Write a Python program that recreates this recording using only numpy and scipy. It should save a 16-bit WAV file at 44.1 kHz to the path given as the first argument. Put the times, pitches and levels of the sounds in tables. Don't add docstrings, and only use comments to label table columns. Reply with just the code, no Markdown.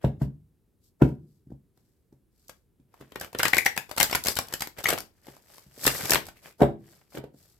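import sys
import numpy as np
from scipy import signal
from scipy.fft import rfft, irfft, next_fast_len
from scipy.io import wavfile
from scipy.ndimage import map_coordinates

SR = 44100
rng = np.random.default_rng(int(sys.argv[2]) if len(sys.argv) > 2 else 0)


def generate_wav(signal):
    frames = np.transpose(np.atleast_2d(signal))
    scaled = np.clip(frames, -1, 1) * 32767
    pcm = np.round(scaled).astype(np.int16)
    wavfile.write(sys.argv[1], SR, pcm)


N = 334719

# time in seconds, relative level of the card body in dB, relative level of the edge crack in dB,
# contact length in seconds.
FLICKS = [(1.776, -79, -67, .002), (2.4964, -47, -43, 0.0029), (2.9425, -60, -61.5, .0026),
          (3.0114, -52, -54.5, .006), (3.1215, -49, -52.5, 0.0019), (3.1591, -34, -41.5, .0018),
          (3.213, -35.5, -33, 0.0024), (3.2468, -44, -50, 0.00072), (3.331, -49, -48, .0015),
          (3.3494, -33, -44.5, .0015), (3.395, -26.5, -35.5, 0.00087), (3.4007, -24, -29, 0.0051),
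          (3.4326, -19.5, -19, .002), (3.455, -16.5, -23, 0.0065), (3.4825, -32.5, -23.5, .0018),
          (3.5339, -18, -28.5, .0019), (3.5462, -31.5, -26, .0021), (3.569, -22, -25.5, 0.0018),
          (3.583, -25, -19, .0018), (3.663, -19, -20.5, 0.0043), (3.7668, -35.5, -37.5, 0.0013),
          (3.7774, -24.5, -26, 0.0011), (3.8948, -49, -48.5, .0027), (3.914, -35, -36, 0.0017),
          (3.965, -47, -47, 0.0015), (3.9769, -29, -33.5, .002), (3.9813, -24.5, -23.5, 0.0018),
          (4.0025, -18, -15.5, .0025), (4.0108, -16.5, -19.5, .0014), (4.0316, -28, -20.5, .0012),
          (4.042, -33.5, -29.5, .0013), (4.098, -35.5, -37.5, 0.0033), (4.113, -32, -30, .0037),
          (4.129, -22.5, -30, 0.0027), (4.1502, -19, -27.5, 0.001), (4.1543, -27, -23, .0012),
          (4.251, -40, -30.5, 0.0021), (4.2611, -30.5, -32, 0.0022), (4.2704, -27.5, -22.5, .0013),
          (4.285, -23.5, -20, .0015), (4.3693, -27, -25.5, 0.0037), (4.389, -24, -24, 0.001),
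          (4.4855, -57, -43, .0016), (4.5262, -41.5, -39, 0.0018), (4.539, -30, -26, .0014),
          (4.6077, -35, -31, 0.0015), (4.622, -28, -26, 0.0025), (4.6733, -42, -44.5, 0.00062),
          (4.788, -37, -39, 0.0044), (4.8424, -34, -27, .0028), (4.857, -25.5, -38.5, .0015),
          (4.8694, -33.5, -32, .001), (4.8883, -20.5, -21.5, 0.0033), (4.9046, -28, -21.5, .0021),
          (4.9276, -29.5, -35, .0018), (4.9346, -30, -28.5, .0015), (4.9782, -33.5, -40.5, .0012),
          (4.9862, -38.5, -32, .0015), (5.0054, -52, -40, .0008), (5.2693, -55.5, -52.5, .0013),
          (5.3674, -60, -56.5, .0015), (5.5826, -55.5, -51.5, 0.0015), (5.854, -26.5, -28.5, .0029),
          (5.87, -19, -25, .0009), (5.878, -17.5, -19.5, 0.0014), (6.0563, -36.5, -29.5, .0022),
          (6.097, -26.5, -25.5, .0017), (6.1198, -18.5, -21.5, 0.0014), (6.1365, -22, -29.5, .001),
          (6.1468, -24.5, -22, .001), (6.157, -19.5, -31, .0013), (6.268, -53.5, -45.5, 0.0008),
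          (6.2875, -44, -44, 0.0046)]
# frequency in Hz, relative density in dB per Hz.
BODY = [(400, -26.5), (900, -6.5), (1700, 1), (2800, -1.5), (3800, -4.5), (7000, -35.5)]
# frequency in Hz, relative density in dB per Hz.
CRACK = [(1500, -34), (3200, -6), (4800, 2.5), (6500, -1.5), (8100, 2), (9100, -6.5), (11000, -0.5),
         (13000, 2.5), (15000, -7), (16500, -24)]


def amp(db):
    return 10 ** (np.asarray(db) / 20)


def unit(x):
    return x / np.sqrt(np.mean(x ** 2) + 1e-20)


def along(points, hz):
    f, v = np.transpose(points)
    return np.interp(np.log(hz + 1), np.log(f), v)


def coloured(x, points):
    n = x.shape[-1]
    m = next_fast_len(n)
    gain = amp(along(points, np.fft.rfftfreq(m, 1 / SR)))
    return unit(irfft(rfft(x, m) * gain, m)[..., :n])


def pair(n, alike):
    left, right, common = rng.standard_normal((3, n))
    share = np.clip(alike, 0, 1)
    return np.sqrt(share) * common + np.sqrt(1 - share) * np.array([left, right])


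def panned(db):
    return unit(amp([[db / 2], [-db / 2]]))


def add(track, s, x):
    i = round(s * SR)
    x = x[:, max(-i, 0):N - i]
    track[:, max(i, 0):max(i, 0) + x.shape[1]] += x


def contact_time():
    return np.arange(-1024, 1024) / SR


def burst(colour, rise, fall, alike):
    t = contact_time()
    envelope = np.exp(-np.maximum(-t / rise, t / fall))
    x = coloured(pair(len(t), alike), colour) * envelope
    return x / np.sqrt(np.mean(np.sum(x ** 2, axis=1)) / (.005 * SR))


def swell(s, rise, fall):
    t = np.arange(N) / SR - s
    return np.exp(-np.minimum(np.maximum(-t / rise, t / fall), 2 * np.pi) ** 2)


def room(x, wet_db, gap=0.0029, near_db=4, near_s=0.019, mono_hz=650):
    # frequency in Hz, 60 dB decay time in seconds.
    decay_times = [(80, 0.7), (210, 0.31), (560, 0.26), (1470, 0.24), (3900, .24), (10000, 0.21),
                   (16000, 0.22)]
    hz, t, z = signal.stft(rng.standard_normal((2, SR // 2)), SR, nperseg=256)
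    z[1] *= (hz / np.hypot(hz, mono_hz))[:, None]
    decay = amp(-60 * t / along(decay_times, hz)[:, None])
    mid, side = signal.istft(z * decay, SR, nperseg=256)[1]
    t = np.arange(len(mid)) / SR
    onset = np.clip(2 * t / gap - 1, 0, 1)
    near_walls = amp(near_db * np.exp(-t / near_s))
    tail = np.array([mid + side, mid - side]) * onset * near_walls
    tail *= amp(wet_db) / np.linalg.norm(tail[0])
    tail[:, 0] = 1
    return signal.fftconvolve(x, tail, axes=1)


def room_hush():
    # frequency in Hz, relative density in dB per Hz.
    hush_colour = [(20, -27), (45, -2), (80, -4.5), (115, -6), (250, -13), (400, -13.5), (600, -28.5),
                   (1000, -33), (2000, -38.5), (6000, -42.5), (12500, -37), (16000, -42.5)]
    return amp(-68.5) * coloured(pair(N, .7), hush_colour)


def friction(colour, alike, grain_db, rate, tick_db=-13, ticks_per_s=45):
    draws = rng.standard_normal(int(N * rate / SR) + 4)
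    catches = map_coordinates(draws, [np.arange(N) * rate / SR], order=1)
    rub = unit(pair(N, alike) * amp(grain_db * catches))
    ticks = pair(N, alike) * (rng.random(N) < ticks_per_s / SR)
    return coloured(rub + amp(tick_db) * unit(ticks), colour)


def sliding(flutter_db=-3):
    # time of the peak in seconds, rise in seconds,
    # fall in seconds, relative level of the hiss in dB, relative level of the rub in dB.
    strokes = [(.044, 0.022, .04, -61.5, -46.5), (.225, 0.02, 0.033, -58.5, -57),
               (.86, 0.036, .04, -67.5, -96.5), (1.024, .018, .08, -60.5, -77),
               (1.336, 0.11, .08, -78.5, -98.5), (1.785, 0.03, 0.22, -78.5, -81.5),
               (2.434, .08, 0.14, -70.5, -77.5), (3.03, 0.097, 0.12, -71.5, -63.5),
               (3.229, 0.014, .04, -51.5, -41.5), (4.301, 0.035, 0.03, -33, -42.5),
               (4.539, 0.057, 0.04, -60, -45), (4.801, .025, 0.018, -48.5, -39),
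               (4.901, 0.036, 0.049, -45.5, -29.5), (5.18, 0.067, .08, -74, -70.5),
               (5.281, 0.039, 0.14, -60, -58), (5.542, .07, 0.11, -57.5, -58.5),
               (5.81, 0.094, .03, -59.5, -59.5), (6.37, 0.013, 0.039, -62, -61.5),
               (6.454, .025, .06, -53.5, -50.5), (6.611, .02, 0.032, -53, -55), (6.92, .09, 0.12, -63, -60),
               (7.174, 0.048, .02, -51, -50.5), (7.409, 0.0495, 0.164, -62.5, -67.5)]
    # frequency in Hz, relative density in dB per Hz.
    flutter_colour = [(40, -17.5), (130, 0), (250, -5.5), (420, 1.5), (700, -1), (1000, -6), (1600, -4),
                      (2200, -6.5), (3300, -11), (6000, -34.5)]
    hiss, flutter = settling() + np.array(bridge())
    for s, rise, fall, brush_db, rub_db in strokes:
        stroke = swell(s, rise, fall)
        hiss = hiss + amp(brush_db) * stroke
        flutter = flutter + amp(rub_db) * stroke
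    x = hiss * friction(CRACK, alike=0.042, grain_db=3.5, rate=520) * panned(2.4)
    x += amp(flutter_db) * flutter * friction(flutter_colour, alike=0.51, grain_db=5.0, rate=400) * panned(1.8)
    return room(x, wet_db=-14.0)[:, :N]


def ringing(modes):
    t = np.arange(SR) / SR
    build_up = 1 - np.exp(-t / .004)
    return build_up * sum(amp(db - 60 * t / t60) * np.cos(2 * np.pi * hz * t) for hz, db, t60 in modes)


def push(db, hz):
    u = (np.pi * hz * contact_time()) ** 2
    return amp(db) * (1 - 2 * u) * np.exp(-u) * panned(.6)


def knocks(boom_hz=230, clatter_db=-1, top_db=-1):
    # time in seconds, level of the push in dB, pitch of the push
    # in Hz, then relative levels in dB of the clatter, the leading corner and the slap of card faces.
    blows = [(.0478, -10.5, 152, -26, -12.5, -42), (0.22, -13, 166.8, -33.5, -26, -52),
             (1.022, -.5, 242, -18, -37.5, -37.5), (1.473, -40.5, 195.5, -76.5, -66, -89),
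             (1.506, -37, 240, -64.5, -56, -83), (1.523, -30.5, 208, -65, -40.5, -81),
             (2.128, -45, 234, -61, -76, -82), (2.801, -47.5, 203, -71, -68.5, -81),
             (3.012, -34.5, 284, -55, -51.5, -66), (3.16, -27, 382, -53, -56, -57),
             (3.35, -22.5, 418, -49.5, -50.5, -56), (4.929, -14.5, 435, -42, -34, -42.5),
             (5.286, -35, 300, -46, -53, -54), (5.667, -46.5, 155, -66, -60, -69),
             (5.779, -38, 397, -54, -60, -69), (5.87, -21.5, 355, -37, -46, -39),
             (5.885, -36, 79, -48, -52, -45), (6.036, -34, 139, -50, -52, -48.5),
             (6.107, -21, 335, -28.5, -33, -36.5), (6.135, -22.5, 400, -24, -28, -32.5),
             (6.158, -32, 328, -28.5, -41.5, -32.5), (6.607, -20, 350, -29, -28.5, -47.5),
             (6.621, -6, 240, -11.5, -9, -34.5), (6.633, -5.5, 520, -19.5, -24, -39.5),
             (7.151, -35, 302, -39.5, -41, -50), (7.1743, -26, 255, -31.5, -46, -43),
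             (7.241, -27.5, 378, -42.5, -44, -56), (7.346, -43.5, 250, -59, -56, -82)]
    # frequency in Hz, relative density in dB per Hz.
    clatter_colour = [(40, -38), (150, 0.5), (400, 1.5), (580, 1.5), (900, -4.5), (1130, -13.5),
                      (1600, -12.5), (2400, -27), (4300, -53.5), (9000, -63.5)]
    # frequency in Hz, relative level in dB,
    # 60 dB decay time in seconds.
    boom_modes = [(61.6, -13.5, 0.18), (75.5, -43.5, 0.5), (134.5, -9.5, 0.24), (151.3, -29, 0.52),
                  (276, -39, 0.39)]
    # frequency in Hz, relative level in dB,
    # 60 dB decay time in seconds.
    top_modes = [(336, -16, 0.42), (404, -9, 0.27), (576, -10, .2), (634, -22.5, 0.27), (733, -23.5, .25),
                 (857, -20, 0.14), (945, -21.5, 0.19)]
    corner_lead_s, corner_hz = 0.0039, 480
    tick_db, tick_growth = -33, .65
    out, t = np.zeros((2, N)), contact_time()
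    boom, top = ringing(boom_modes), ringing(top_modes)
    for s, db, hz, clatter, corner, slap in blows:
        cards = amp(clatter + clatter_db) * burst(clatter_colour, rise=0.0048, fall=0.0035, alike=0.54)
        cards += amp(slap) * burst(BODY, rise=0.0012, fall=0.0026, alike=0.19)
        cards += amp(tick_db + tick_growth * clatter) * burst(CRACK, rise=0.0022, fall=0.0024, alike=0.02)
        first = np.roll(push(corner, corner_hz), -round(corner_lead_s * SR), axis=1)
        add(out, s + t[0], room(first + push(db, hz), wet_db=-4.5))
        add(out, s + t[0], room(cards, wet_db=-2.5))
        slowness = 2 / (1 + (hz / boom_hz) ** 4)
        table = amp(db) * slowness * boom + amp(clatter + top_db) * top
        add(out, s, table * panned(.6))
    return out


def card_ring(hz, life):
    t = np.maximum(contact_time(), 0)
    pitches = hz * np.exp(.5 * rng.standard_normal((3, 1)))
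    x = np.sum(np.sin(2 * np.pi * pitches * t), axis=0) * np.exp(-t / life)
    return x / np.sqrt(np.sum(x ** 2) / (.005 * SR))


def card(body, crack, length, pan, body_db=-3.5, ring_db=-4, crack_db=-1.0):
    # frequency in Hz, relative density in dB per Hz.
    puff_colour = [(30, -16), (60, 0.5), (130, -4.5), (400, -5), (850, -4.5), (1300, -13), (3000, -53.5)]
    firm_db = -25
    puff_db, puff_growth = -31, 0.6
    click_db, click_length_s = -6, 0.0012
    rise = .7 * length
    x = amp(body + body_db) * burst(BODY, rise=rise, fall=2.3 * length, alike=0.057)
    x += amp(body + ring_db) * card_ring(hz=1717, life=0.0039)
    x += amp(crack + crack_db) * burst(CRACK, rise=rise, fall=0.89 * length, alike=0.28)
    click = burst(CRACK, rise=.00015, fall=.0005, alike=.5)
    click *= amp(crack + click_db) * (click_length_s / length) ** 2
    puff = burst(puff_colour, rise=rise, fall=0.0018, alike=0.73)
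    puff *= amp(puff_db + puff_growth * (body - firm_db))
    return x * panned(pan) + click + puff


def card_contacts():
    pan_db, pan_spread_db = 4.5, 3
    lead_s, scrape_db, scrape_spread_db = 0.012, -16.5, 8.5
    out, t = np.zeros((2, N)), contact_time()
    for s, body, crack, length in FLICKS:
        side, early, grip = rng.standard_normal(3)
        contact = card(body, crack, length, pan_db + pan_spread_db * side)
        scrape = burst(CRACK, rise=.0012, fall=0.00067, alike=.1)
        scrape *= amp(crack + scrape_db + scrape_spread_db * grip)
        lead = round(lead_s * np.exp(0.071 * early) * SR)
        add(out, s + t[0], room(contact + np.roll(scrape, -lead, axis=1), wet_db=-5.5))
    return out


def settling():
    peak_s, hiss_db, rub_db = 0.012, -30.5, -12.5
    out, u = np.zeros((2, N)), np.arange(SR // 4) / SR / peak_s
    for s, body, crack, _ in FLICKS:
        add(out, s, amp([[crack + hiss_db], [body + rub_db]]) * u * np.exp(-u))
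    return out


def pops(width=0.0013, glide=70):
    # time in seconds, level in dB, pitch at the centre in Hz,
    # left over right in dB.
    springs = [(3.4031, -19.5, 1480, -6), (3.4337, -15.5, 1580, 0), (3.5361, -6.5, 2099, 14),
               (3.5867, -7.5, 2137, 7.5), (3.6649, -8, 1960, 5.5), (4.8589, -11, 2033, 6)]
    out, t = np.zeros((2, N)), contact_time()
    for s, db, hz, pan in springs:
        phase = 2 * np.pi * hz * (t + glide * t ** 2 / 2)
        swing = np.sin(phase) * np.exp(-(t / width) ** 2 / 2)
        add(out, s + t[0], room(amp(db) * swing * panned(pan), wet_db=-4.5))
    return out


def bridge():
    start_s, end_s, attack_s, release_s = 5.84, 6.16, 0.024, .02
    hiss_db, flutter_db, growth_db_per_s = -36, -41, 24.5
    t = np.arange(N) / SR
    before, after = np.maximum(start_s - t, 0), np.maximum(t - end_s, 0)
    flow = np.exp(-before / attack_s - after / release_s)
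    elapsed = np.clip(t, start_s, end_s) - start_s
    return flow * amp(hiss_db), flow * amp(flutter_db + growth_db_per_s * elapsed)


def scraping():
    # time of the peak in seconds, level in dB.
    scrapes = [(6.374, -59.5), (6.454, -55.5), (6.521, -62.5)]
    # frequency in Hz, relative density in dB per Hz.
    scrape_colour = [(900, -17), (1700, -6.5), (2200, 2), (2800, -4.5), (5000, -20.5)]
    strength = sum(amp(db) * swell(s, rise=0.016, fall=0.026) for s, db in scrapes)
    rub = friction(scrape_colour, alike=.3, grain_db=8, rate=320)
    return room(strength * rub, wet_db=-7.5)[:, :N]


def scene():
    return room_hush() + sliding() + knocks() + card_contacts() + pops() + scraping()


def record(dry, low_hz=42, top_hz=16300):
    m = next_fast_len(N + SR // 2)
    hz = np.fft.rfftfreq(m, 1 / SR)
    u = 1j * hz / low_hz
    high_pass = u ** 2 / (u ** 2 + np.sqrt(2) * u + 1)
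    x = irfft(rfft(dry, m) * high_pass, m)
    x = x / (1 + np.abs(x / .98) ** 12) ** (1 / 12)
    return irfft(rfft(x) * (hz < top_hz), m)[:, :N]


dry = scene()
out = record(dry)
generate_wav(out)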